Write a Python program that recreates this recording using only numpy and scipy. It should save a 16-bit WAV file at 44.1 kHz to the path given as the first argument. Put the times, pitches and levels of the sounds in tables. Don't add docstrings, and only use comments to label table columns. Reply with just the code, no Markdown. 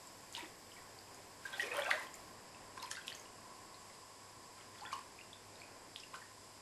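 import sys
import numpy as np
from scipy import signal
from scipy.fft import rfft, irfft, next_fast_len
from scipy.io import wavfile
from scipy.ndimage import uniform_filter1d, map_coordinates

SR = 44100
rng = np.random.default_rng(int(sys.argv[2]) if len(sys.argv) > 2 else 0)


def voltage_ratio(level):
    return 10 ** (np.asarray(level, float) / 20)


def log_audio(samples):
    frames = np.atleast_2d(samples).T
    limited = np.clip(frames, -1, 1)
    pcm = np.round(limited * 32767).astype(np.int16)
    wavfile.write(sys.argv[1], SR, pcm)


N = 291661


def rms_one(x):
    return x / np.sqrt(np.mean(x ** 2) + 1e-20)


def drift(rate_hz):
    pole = np.exp(-80 * np.pi * rate_hz / SR)
    noise = rng.standard_normal(N // 40 + 2002)
    slow = signal.lfilter([1], [1, -2 * pole, pole * pole], noise)[2000:]
    return np.interp(np.arange(N) / 40, np.arange(len(slow)), rms_one(slow))


def add_bubble(out, start_s, hz, db, t60, rise_octaves):
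    start, t60 = int(start_s * SR), max(t60, 0.0004)
    length = min(int(t60 * SR) + 8, N - start)
    age = np.arange(length) / SR / t60
    pitch_hz = np.minimum(hz * 2 ** (rise_octaves * age), 0.45 * SR)
    cycles = np.cumsum(pitch_hz) / SR
    onset_cycles = max(1.2, 0.039 * t60 * hz)
    onset = 1 - np.exp(-cycles / onset_cycles)
    out[start:start + length] += voltage_ratio(db - 60 * age) * onset * np.sin(2 * np.pi * cycles)


# [t/s, f/Hz, level/dB]
HELD_BUBBLES = [(0.7799, 1900, -51.5), (1.4531, 1600, -38.5), (1.5297, 3330, -46.5), (1.5299, 3830, -49),
                (1.5343, 1527, -41.5), (1.54, 3770, -49), (1.5442, 3580, -44), (1.5956, 1838, -25),
                (1.6363, 2450, -41), (1.6635, 2320, -41), (1.6835, 2110, -40), (1.7176, 1800, -46),
                (1.7528, 2200, -50), (1.7611, 3130, -42), (1.7773, 2220, -43), (1.79, 557.6, -38),
                (1.853, 1320, -41), (1.8587, 2610, -39), (1.8776, 736, -36.5), (1.89, 1113, -37),
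                (1.9, 1300, -37), (1.9059, 3500, -34), (1.913, 1880, -48), (1.9256, 599, -42),
                (2.8762, 2330, -49.5), (2.922, 3060, -55), (2.9521, 1954, -44), (6.2146, 1800, -48),
                (3.0133, 3230, -51), (4.85, 1400, -45), (4.866, 1466, -51)]
# [t/s, f/Hz, level/dB]
PLOPS = [(1.4625, 1620, -45), (1.5392, 3300, -44), (1.551, 1900, -54), (1.5956, 2560, -35.5),
         (1.603, 3000, -34), (1.615, 2060, -41), (1.622, 3120, -41), (1.7114, 493, -50),
         (1.7156, 2480, -35), (1.7656, 550, -35.5), (1.768, 3085, -34.5), (1.7783, 1410, -32),
         (1.7804, 738, -37), (1.7882, 2920, -42), (1.8202, 3310, -31.5), (1.8339, 2360, -34),
         (1.8497, 2220, -28.5), (1.865, 1580, -39), (1.8933, 2500, -41), (1.9094, 4360, -29.5),
         (1.9125, 1207, -35), (1.9253, 1780, -36), (1.9309, 3800, -39), (2.0241, 1890, -42),
         (2.0682, 3100, -49), (2.1416, 7300, -36.5), (2.799, 3760, -43.5), (2.8242, 2830, -48),
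         (2.829, 4160, -39), (2.8425, 4700, -41)]
# [t/s, f/Hz, level/dB]
DRIPS = [(0.072, 7600, -42), (0.367, 4650, -44), (0.3676, 2690, -43), (0.3765, 950, -40.5),
         (0.391, 1950, -42), (0.7663, 2220, -50), (0.9885, 4540, -46.5), (1.1459, 6660, -45),
         (2.9095, 4450, -46), (2.975, 1500, -46), (2.97, 2630, -46), (2.9847, 1600, -47),
         (3.048, 2600, -52), (3.0805, 2530, -41), (3.081, 3520, -42), (3.126, 4430, -41.5),
         (3.153, 6300, -50), (3.199, 6500, -50), (4.861, 3330, -41), (4.8095, 4340, -45.5),
         (4.872, 1510, -48), (4.878, 1850, -44.5), (4.905, 1390, -50), (4.963, 2800, -54),
         (0.353, 2880, -44), (0.38, 2530, -46), (0.396, 2600, -50), (0.457, 3470, -53), (5.975, 3200, -58),
         (6.133, 1000, -48.5), (4.9161, 2240, -44.5), (4.9348, 2830, -38), (4.948, 967, -38.5),
         (5.211, 2680, -46.5), (5.3305, 3510, -44), (5.6173, 2370, -46.5), (6.034, 2690, -45.5),
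         (6.1442, 1450, -43.5), (6.2236, 1660, -44.5)]


def rising_bubbles(out):
    for rows, cycles, climb in (HELD_BUBBLES, 82, 0.16), (PLOPS, 52, 0.18), (DRIPS, 55, 0.22):
        chances = rng.uniform(0.18, 1.68, len(rows))
        for (s, hz, db), chance in zip(rows, chances):
            add_bubble(out, s, hz, db, cycles / hz, climb * chance)


# [t/s, f/Hz, level/dB, cycles to die]
TICKS = [(0.35, 3070, -26.5, 15), (1.466, 997, -47, 70.), (2.9695, 1480, -33, 16.),
         (3.1503, 6400, -33, 20.), (3.197, 6600, -35, 20.), (1.607, 9300, -48, 90.), (1.782, 590, -36, 45.),
         (1.58, 780, -44, 45.), (1.8495, 2250, -33, 40.), (5.2, 2050, -52, 40.), (5.635, 2450, -50, 50.),
         (5.612, 4450, -53, 70.), (1.49, 1080, -52, 60.), (1.487, 1550, -48, 50.), (1.63, 1850, -38, 70.),
         (1.71, 478, -46, 52), (1.775, 555, -40, 40.), (1.806, 1450, -42, 30.), (6.146, 1300, -42.5, 23),
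         (6.156, 1136, -48.5, 35.), (4.6, 2070, -56, 40.), (4.58, 1300, -52.5, 34),
         (0.3662, 3630, -36, 28.), (0.4073, 2310, -39.5, 25), (0.427, 322, -40, 13),
         (0.7184, 2970, -46.5, 30.), (1.616, 3470, -38, 28.), (1.731, 2353, -36, 23),
         (1.7921, 1740, -23, 13), (1.907, 2780, -28, 27), (1.9114, 2004, -15, 22),
         (1.9126, 1700, -18, 18.4), (1.9148, 3170, -19, 6.5), (2.004, 1970, -36, 23),
         (2.1448, 2070, -42.5, 21), (5.601, 4500, -46, 43), (2.777, 1580, -45, 25), (2.913, 3120, -32, 24),
         (2.914, 1750, -35, 28), (2.9143, 6640, -20, 9.5), (2.9637, 4500, -41, 29.),
         (3.0803, 3150, -26, 14), (3.1013, 2940, -36, 26), (3.12, 1780, -31.5, 13),
         (4.852, 1750, -40.5, 50), (4.93, 4300, -36.5, 31.), (5.1894, 2420, -41.5, 24),
         (6.153, 3010, -48, 46), (5.9606, 3320, -25.5, 10.6), (6.001, 5640, -40, 17),
         (6.1405, 2290, -35.5, 7.5)]
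# [t/s, f/Hz, level/dB, cycles to die]
BURBLES = [(0.363, 3060, -45.0, 80), (0.3673, 2550, -50.0, 80), (1.4666, 3060, -53.0, 80),
           (1.5537, 2240, -52.0, 52), (1.5566, 1560, -49.0, 29), (1.5581, 2970, -54.0, 80),
           (1.5588, 3440, -49, 80), (1.5769, 2630, -58, 73), (1.6052, 3470, -44, 88),
           (1.6154, 2050, -41, 57), (1.6168, 560, -50, 90), (1.6183, 2630, -49, 80),
           (1.6284, 3620, -52.0, 80), (1.6444, 3190, -47, 80), (1.6611, 468, -48, 55),
           (1.6865, 1700, -45, 53), (1.7112, 2220, -44, 55), (1.7453, 1025, -36.5, 72),
           (1.7533, 2220, -43, 74), (1.7664, 1540, -51, 42), (1.799, 2900, -46, 80),
           (1.8017, 2430, -40, 57), (1.8077, 2760, -52.0, 80), (1.8186, 1760, -39, 49),
           (1.8345, 3920, -52.0, 80), (1.851, 1580, -37, 37), (1.8585, 608, -47, 43),
           (1.8599, 2650, -47, 80), (1.8708, 3230, -53.0, 80), (1.8773, 777, -39, 74),
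           (1.8868, 1630, -47, 80), (1.8947, 2440, -50, 68), (1.9419, 2580, -49, 80),
           (1.9434, 1780, -42, 80), (1.9455, 3900, -52.0, 80), (1.947, 1370, -48, 44),
           (1.9521, 637, -42.5, 25), (1.9992, 2670, -55.0, 80), (2.0225, 2610, -52.0, 80),
           (2.8127, 3920, -56.0, 80), (2.8305, 991, -42.5, 76), (2.9137, 1290, -49.0, 52),
           (3.123, 3180, -55.0, 80), (3.1747, 2100, -54, 80), (4.9283, 1590, -50, 72),
           (4.9873, 1115, -45, 60)]
# [t/s, f/Hz, level/dB]
STRAYS = [(0.326, 6750, -46), (0.4285, 3470, -45), (0.445, 2020, -49), (1.4667, 3670, -49),
          (1.6437, 2470, -38), (1.8007, 2420, -45), (1.803, 550, -36), (2.547, 2600, -48),
          (2.829, 2280, -50), (2.8577, 3250, -45), (2.9521, 3640, -42), (3.1295, 2500, -51),
          (3.256, 2760, -50), (3.744, 4400, -46.5), (3.9, 2040, -52), (4.6101, 3060, -51),
          (4.785, 3420, -46.5), (4.8514, 2590, -48), (4.9354, 6000, -42), (5.5561, 3870, -49.5)]
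# [t/s, f/Hz, level/dB]
SPARKLES = [(0.3248, 10600, -54.0), (0.3734, 5860, -50.0), (0.3923, 11890, -53), (1.1447, 11100, -61),
            (1.5692, 4220, -46), (1.5946, 9300, -48), (1.62, 5130, -43.0), (1.6208, 5940, -43),
            (1.7383, 10600, -46), (1.7398, 9700, -51), (1.7456, 11280, -53), (1.7499, 9900, -51),
            (1.7521, 5560, -52.0), (1.7673, 9440, -44), (1.7673, 10200, -44), (1.7876, 5300, -52),
            (1.7898, 9730, -53.0), (1.7971, 8700, -48), (1.7971, 10080, -49.0), (1.8341, 8650, -50),
            (1.8435, 5650, -47), (1.8435, 6290, -49.0), (1.895, 4740, -51), (1.9066, 6160, -41.5),
            (1.9096, 10850, -54), (1.9103, 9220, -43), (1.9175, 4530, -48), (1.9175, 9220, -53),
            (2.8267, 11300, -48), (2.8267, 11710, -53.0), (2.8275, 5080, -45.0), (2.9124, 9560, -48),
            (2.9697, 8440, -53.0), (3.0778, 8960, -55.0), (3.1496, 7150, -50.0), (3.1968, 6500, -46.0),
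            (4.9325, 5340, -47), (6.0006, 5170, -51)]


def ticks_and_droplets(out, rise_octaves=0.065):
    for rows in TICKS, BURBLES:
        for s, hz, db, cycles in rows:
            add_bubble(out, s, hz, db, cycles / hz, rise_octaves)
    for rows, cycles in (STRAYS, 38), (SPARKLES, 115):
        for s, hz, db in rows:
            add_bubble(out, s, hz, db, cycles / hz, rise_octaves)


# [t/s, f/Hz, level/dB, t60/s, rise/octaves per t60]
POCKETS = [(1.58, 761, -49.5, 0.29, 0.069), (1.628, 406, -44, 0.17, 0.44), (1.665, 451, -45, 0.15, 0.57),
           (1.745, 1056, -40.5, 0.16, 0.071), (1.826, 520, -49, 0.067, 0.26), (1.86, 560, -58, 0.047, 0.76),
           (1.955, 636, -49, 0.074, .1), (1.975, 1014, -40.5, 0.051, 0.11), (2.01, 860, -44.5, 0.053, 0.18),
           (2.045, 1047, -53, 0.078, 0.09), (1.9112, 2040, -28, 0.011, 0.1),
           (2.772, 1024, -43, 0.067, 0.043), (2.828, 890, -51, 0.044, 0.14),
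           (2.841, 1042, -49, 0.065, 0.051), (4.815, 796, -44.5, 0.083, 0.66),
           (4.834, 986, -47, 0.055, 0.18), (4.928, 1079, -30, 0.04, 0.041), (4.947, 1038, -39, 0.046, .05),
           (4.96, 1118, -42, 0.059, 0.055), (6.141, 1130, -36, 0.012, .25)]


def air_pockets(out):
    for s, hz, db, t60, rise_octaves in POCKETS:
        add_bubble(out, s, hz, db, t60, rise_octaves)


def bubbles(lift_db=3.0, flutter_db=2.6, wobble_s=0.00004):
    out = np.zeros(N)
    rising_bubbles(out)
    ticks_and_droplets(out)
    air_pockets(out)
    path = np.arange(N) + wobble_s * SR * drift(90)
    return voltage_ratio(lift_db + flutter_db * drift(95)) * map_coordinates(out, [path], order=3)


def swell(peak_s, db, rise_t60, fall_t60):
    age = np.arange(0, N + 16, 16) / SR - peak_s
    return voltage_ratio(db - 60 * np.where(age < 0, -age / rise_t60, age / fall_t60))


def grains(per_s, low_hz, high_hz, cycles, spread_db, tilt_db):
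    sizes = voltage_ratio(spread_db * np.minimum(rng.exponential(1, N), 4)) * rng.choice([-1, 1], N)
    clicks = sizes * (rng.random(N) < per_s / SR)
    dealt, out = rng.integers(0, 16, N), np.zeros(N)
    for k, hz in enumerate(np.geomspace(low_hz, high_hz, 16)):
        pole, angle = voltage_ratio(-60 * hz / (cycles * SR)), 2 * np.pi * hz / SR
        mine = clicks * (dealt == k) + 1e-18
        ring = signal.lfilter([0, np.sin(angle)], [1, -2 * pole * np.cos(angle), pole * pole], mine)
        out += voltage_ratio(tilt_db * np.log2(hz / low_hz)) * ring
    return rms_one(out)


# [t/s of the peak, level/dB, depth/dB towards large bubbles, settling t60/s]
STIRS = [(.362, -50.5, -7, 0.39), (.43, -50, -2, 0.14), (.78, -58, -7, 0.27), (1.46, -47, -8, .3),
         (1.54, -46, 1.5, 0.37), (1.63, -45, -1, 0.63), (1.751, -41, 8, 0.47), (1.79, -51, 8, .3),
         (1.87, -46.5, 8, 0.48), (1.924, -41.5, 3, 0.33), (2.02, -48.5, -5, .25), (2.15, -61, -30, 0.94),
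         (2.83, -53, -8, 0.86), (2.93, -55, -17, 0.76), (3.09, -60, 4, .4), (3.2, -65, -11, 0.66),
         (4.58, -60, 0, 0.87), (4.76, -56, -17, 0.61), (4.82, -61, 7, 0.18), (4.93, -52.5, -7, 0.54),
         (5.97, -70, -9, .8), (6.15, -57, 2, 0.19), (6.22, -63, -14, .5)]


def churn(gurgle_trim_db=-12.0, swarm_trim_db=-9.5, plink_db=-10, spray_trim_db=1.0):
    pushes = np.array([swell(s, db, 0.17, t60) ** 2 for s, db, _, t60 in STIRS])
    depth_db = np.array(STIRS)[:, 2]
    swarm_gain = np.sqrt(pushes.sum(axis=0))
    gurgle_gain = np.sqrt(voltage_ratio(2 * depth_db) @ pushes)
    mist = sum(swell(s, db - 27, 0.11, 0.26) ** 2 for s, db, _ in SPLATS)
    spray_db = -15 - 0.22 * depth_db
    spray_gain = np.sqrt(voltage_ratio(2 * spray_db) @ pushes + mist)

    def every_sample(gain):
        return np.interp(np.arange(N) / 16, np.arange(len(gain)), gain)

    gurgle = grains(450, low_hz=520, high_hz=1350, cycles=24, spread_db=2, tilt_db=3)
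    swarm = grains(1400, low_hz=1370, high_hz=4300, cycles=6.6, spread_db=-1.5, tilt_db=-0.5)
    spray = grains(4000, low_hz=4000, high_hz=12100, cycles=17.0, spread_db=3.5, tilt_db=1.0)
    spray = voltage_ratio(3.4 * drift(45)) * spray
    plinks = grains(320, low_hz=1700, high_hz=4200, cycles=11.0, spread_db=3.0, tilt_db=-7.0)
    swarm = voltage_ratio(swarm_trim_db) * swarm + voltage_ratio(plink_db) * plinks
    out = voltage_ratio(gurgle_trim_db) * every_sample(gurgle_gain) * gurgle
    out += every_sample(swarm_gain) * swarm
    return out + voltage_ratio(spray_trim_db) * every_sample(spray_gain) * spray


# [t/s, level/dB, centre f/Hz]
SPLATS = [(0.3258, -39.5, 7200), (0.3505, -32, 3730), (.374, -39, 6600), (.7394, -47, 8000),
          (1.1448, -45, 8500), (1.458, -42, 6000), (1.597, -30, 3000), (1.621, -42, 7000),
          (1.631, -35.5, 5500), (1.7687, -34, 10100), (1.797, -35, 9500), (1.845, -40, 7500),
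          (1.9064, -27, 3740), (1.912, -43, 7900), (1.997, -40, 8500), (2.141, -44, 7500),
          (2.153, -43, 10500), (2.777, -38, 2600), (2.8266, -37, 5000), (2.865, -44, 10500),
          (2.9133, -30, 7000), (2.9697, -41, 4000), (3.073, -42, 10000), (3.0798, -30, 4800),
          (3.1505, -42, 6340), (3.197, -46, 7500), (4.929, -37, 4200), (5.9615, -35, 3400),
          (5.999, -47, 6500), (6.143, -39, 2600)]


def splats(span=1.41, t60=0.0067):
    out, noise = np.zeros(N), rng.standard_normal((len(SPLATS), 2048))
    for (s, db, hz), row in zip(SPLATS, noise):
        burst = row * voltage_ratio(db + 1.5 - 60 * np.arange(len(row)) / SR / t60)
        edges_hz = [hz / span, min(hz * span, 0.45 * SR)]
        band = signal.butter(2, edges_hz, "band", fs=SR, output="sos")
        start = int(s * SR)
        out[start:start + len(row)] += signal.sosfilt(band, burst)
    return out


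# [delay t/s, level/dB]
TUB_ECHOES = [
    (.0032, -17.5),
    (0.016, -19),
    (0.034, -29),
]


def bathroom(x, t60=0.33, delay_s=0.0036, tail_db=-5.0, wall_cut_hz=2600):
    age = np.arange(SR // 2) / SR
    noise = rng.standard_normal(len(age)) * (age > delay_s)
    dull = signal.lfilter(*signal.butter(1, wall_cut_hz, fs=SR), noise)
    bright = noise - dull
    tail = dull * voltage_ratio(-60 * age / t60) + bright * voltage_ratio(-120 * age / t60)
    answer = voltage_ratio(tail_db) * tail / np.sqrt(np.sum(tail ** 2))
    answer[0] = 1
    for lag_s, db in TUB_ECHOES:
        answer[int(lag_s * SR)] += voltage_ratio(db)
    return signal.fftconvolve(x, answer)[:N]


def resonate(x, hz, width_hz):
    pole = np.exp(-np.pi * width_hz / SR)
    feedback = [1, -2 * pole * np.cos(2 * np.pi * hz / SR), pole * pole]
    return signal.lfilter(np.array([1, 0, -1]) * (1 - pole * pole) / 2, feedback, x)


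# [f/Hz, width/Hz, level/dB]
WHISTLES = [
    (1024, 135, -0.5),
    (1106, 26, -7.5),
    (1750, 10, -39),
]


def duct_whine(whine_db):
    white = rng.standard_normal((len(WHISTLES), N))
    whine = np.zeros(N)
    for noise, (hz, width_hz, db) in zip(white, WHISTLES):
        twice = resonate(resonate(noise, hz, width_hz), hz, width_hz)
        whine += voltage_ratio(db) * rms_one(twice)
    return voltage_ratio(whine_db - 2.5 + 1.25 * drift(2.6)) * rms_one(whine)


def mains_hum(hz=101.2, db=-73.5):
    phase = 2 * np.pi * hz * np.arange(N) / SR + 0.8 * drift(5)
    return np.sqrt(2) * voltage_ratio(db + 2.2 * drift(6)) * np.sin(phase)


def coloured(gain):
    size = next_fast_len(N)
    fine = np.interp(np.linspace(0, 1, size // 2 + 1), np.linspace(0, 1, len(gain)), gain)
    return rms_one(irfft(rfft(rng.standard_normal(size)) * fine, size)[:N])


# [t/s, level/dB]
DRAUGHT = [(0, -61.5), (.9, -65), (1.6, -61.5), (2.1, -63), (2.6, -59.5), (2.95, -62.5), (3.2, -58.5),
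           (3.5, -58), (4.2, -60), (4.7, -62.5), (5.4, -65.5), (6.61, -64)]
# [f/Hz, level/dB per Hz]
AIR = [(25, -16), (70, -14), (130, -12), (300, -9.5), (900, -10), (1200, -17.5), (1700, -15), (3800, -22),
       (6300, -23), (11500, -23)]
# [f/Hz, width/Hz, level/dB]
HISS_PEAKS = [
    (5000, 950, 11),
    (7600, 1430, 10),
]


def room_tone(split_hz=2500, vent_db=-61.0, vent_trim_db=2.0, hiss_db=-60.0):
    t = np.arange(N) / SR
    whine_db = np.interp(t, *np.transpose(DRAUGHT))
    broad_db = vent_db + 0.13 * (whine_db - whine_db.mean()) - 0.2727 * t
    hz = np.linspace(1, SR / 2, 8192)
    air_hz, air_db = np.transpose(AIR)
    colour = voltage_ratio(np.interp(np.log(hz), np.log(air_hz), air_db))
    for peak_hz, width_hz, db in HISS_PEAKS:
        colour = colour * voltage_ratio(db / (1 + (2 * (hz - peak_hz) / width_hz) ** 2))
    low_share = 1 / (1 + (hz / split_hz) ** 4)
    vent = voltage_ratio(broad_db + vent_trim_db + 1.0 * drift(2.2)) * coloured(colour * np.sqrt(low_share))
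    hiss = voltage_ratio(hiss_db + 0.55 * drift(2.4)) * coloured(colour * np.sqrt(1 - low_share))
    return vent + hiss + duct_whine(whine_db) + mains_hum()


def scene():
    water = bubbles() + splats() + churn()
    water = signal.sosfilt(signal.butter(2, 230, "high", fs=SR, output="sos"), water)
    mono = bathroom(water) + room_tone()
    return np.array([mono, mono])


def band_limit(x):
    return signal.sosfilt(signal.butter(12, 13130, fs=SR, output="sos"), x)


# [from t/s, to t/s]
TOP_OPEN = [
    (0, 1.2),
    (1.22, 1.37),
    (1.41, 2.33),
    (2.41, 2.45),
    (3.11, 3.24),
]


def record(dry, top_low_hz=12030, top_high_hz=12830):
    size = next_fast_len(N)
    hz, whole = np.arange(size // 2 + 1) * SR / size, rfft(dry, size)
    body = irfft(whole * (hz < top_low_hz), size)[:, :N]
    top = irfft(whole * (hz >= top_low_hz) * (hz < top_high_hz), size)[:, :N]
    t = np.arange(N) / SR
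    is_open = sum(1.0 * (t >= a) * (t < b) for a, b in TOP_OPEN)
    gate = uniform_filter1d(is_open, size=400)
    return band_limit(body + gate * top)


dry = scene()
out = record(dry)
log_audio(out)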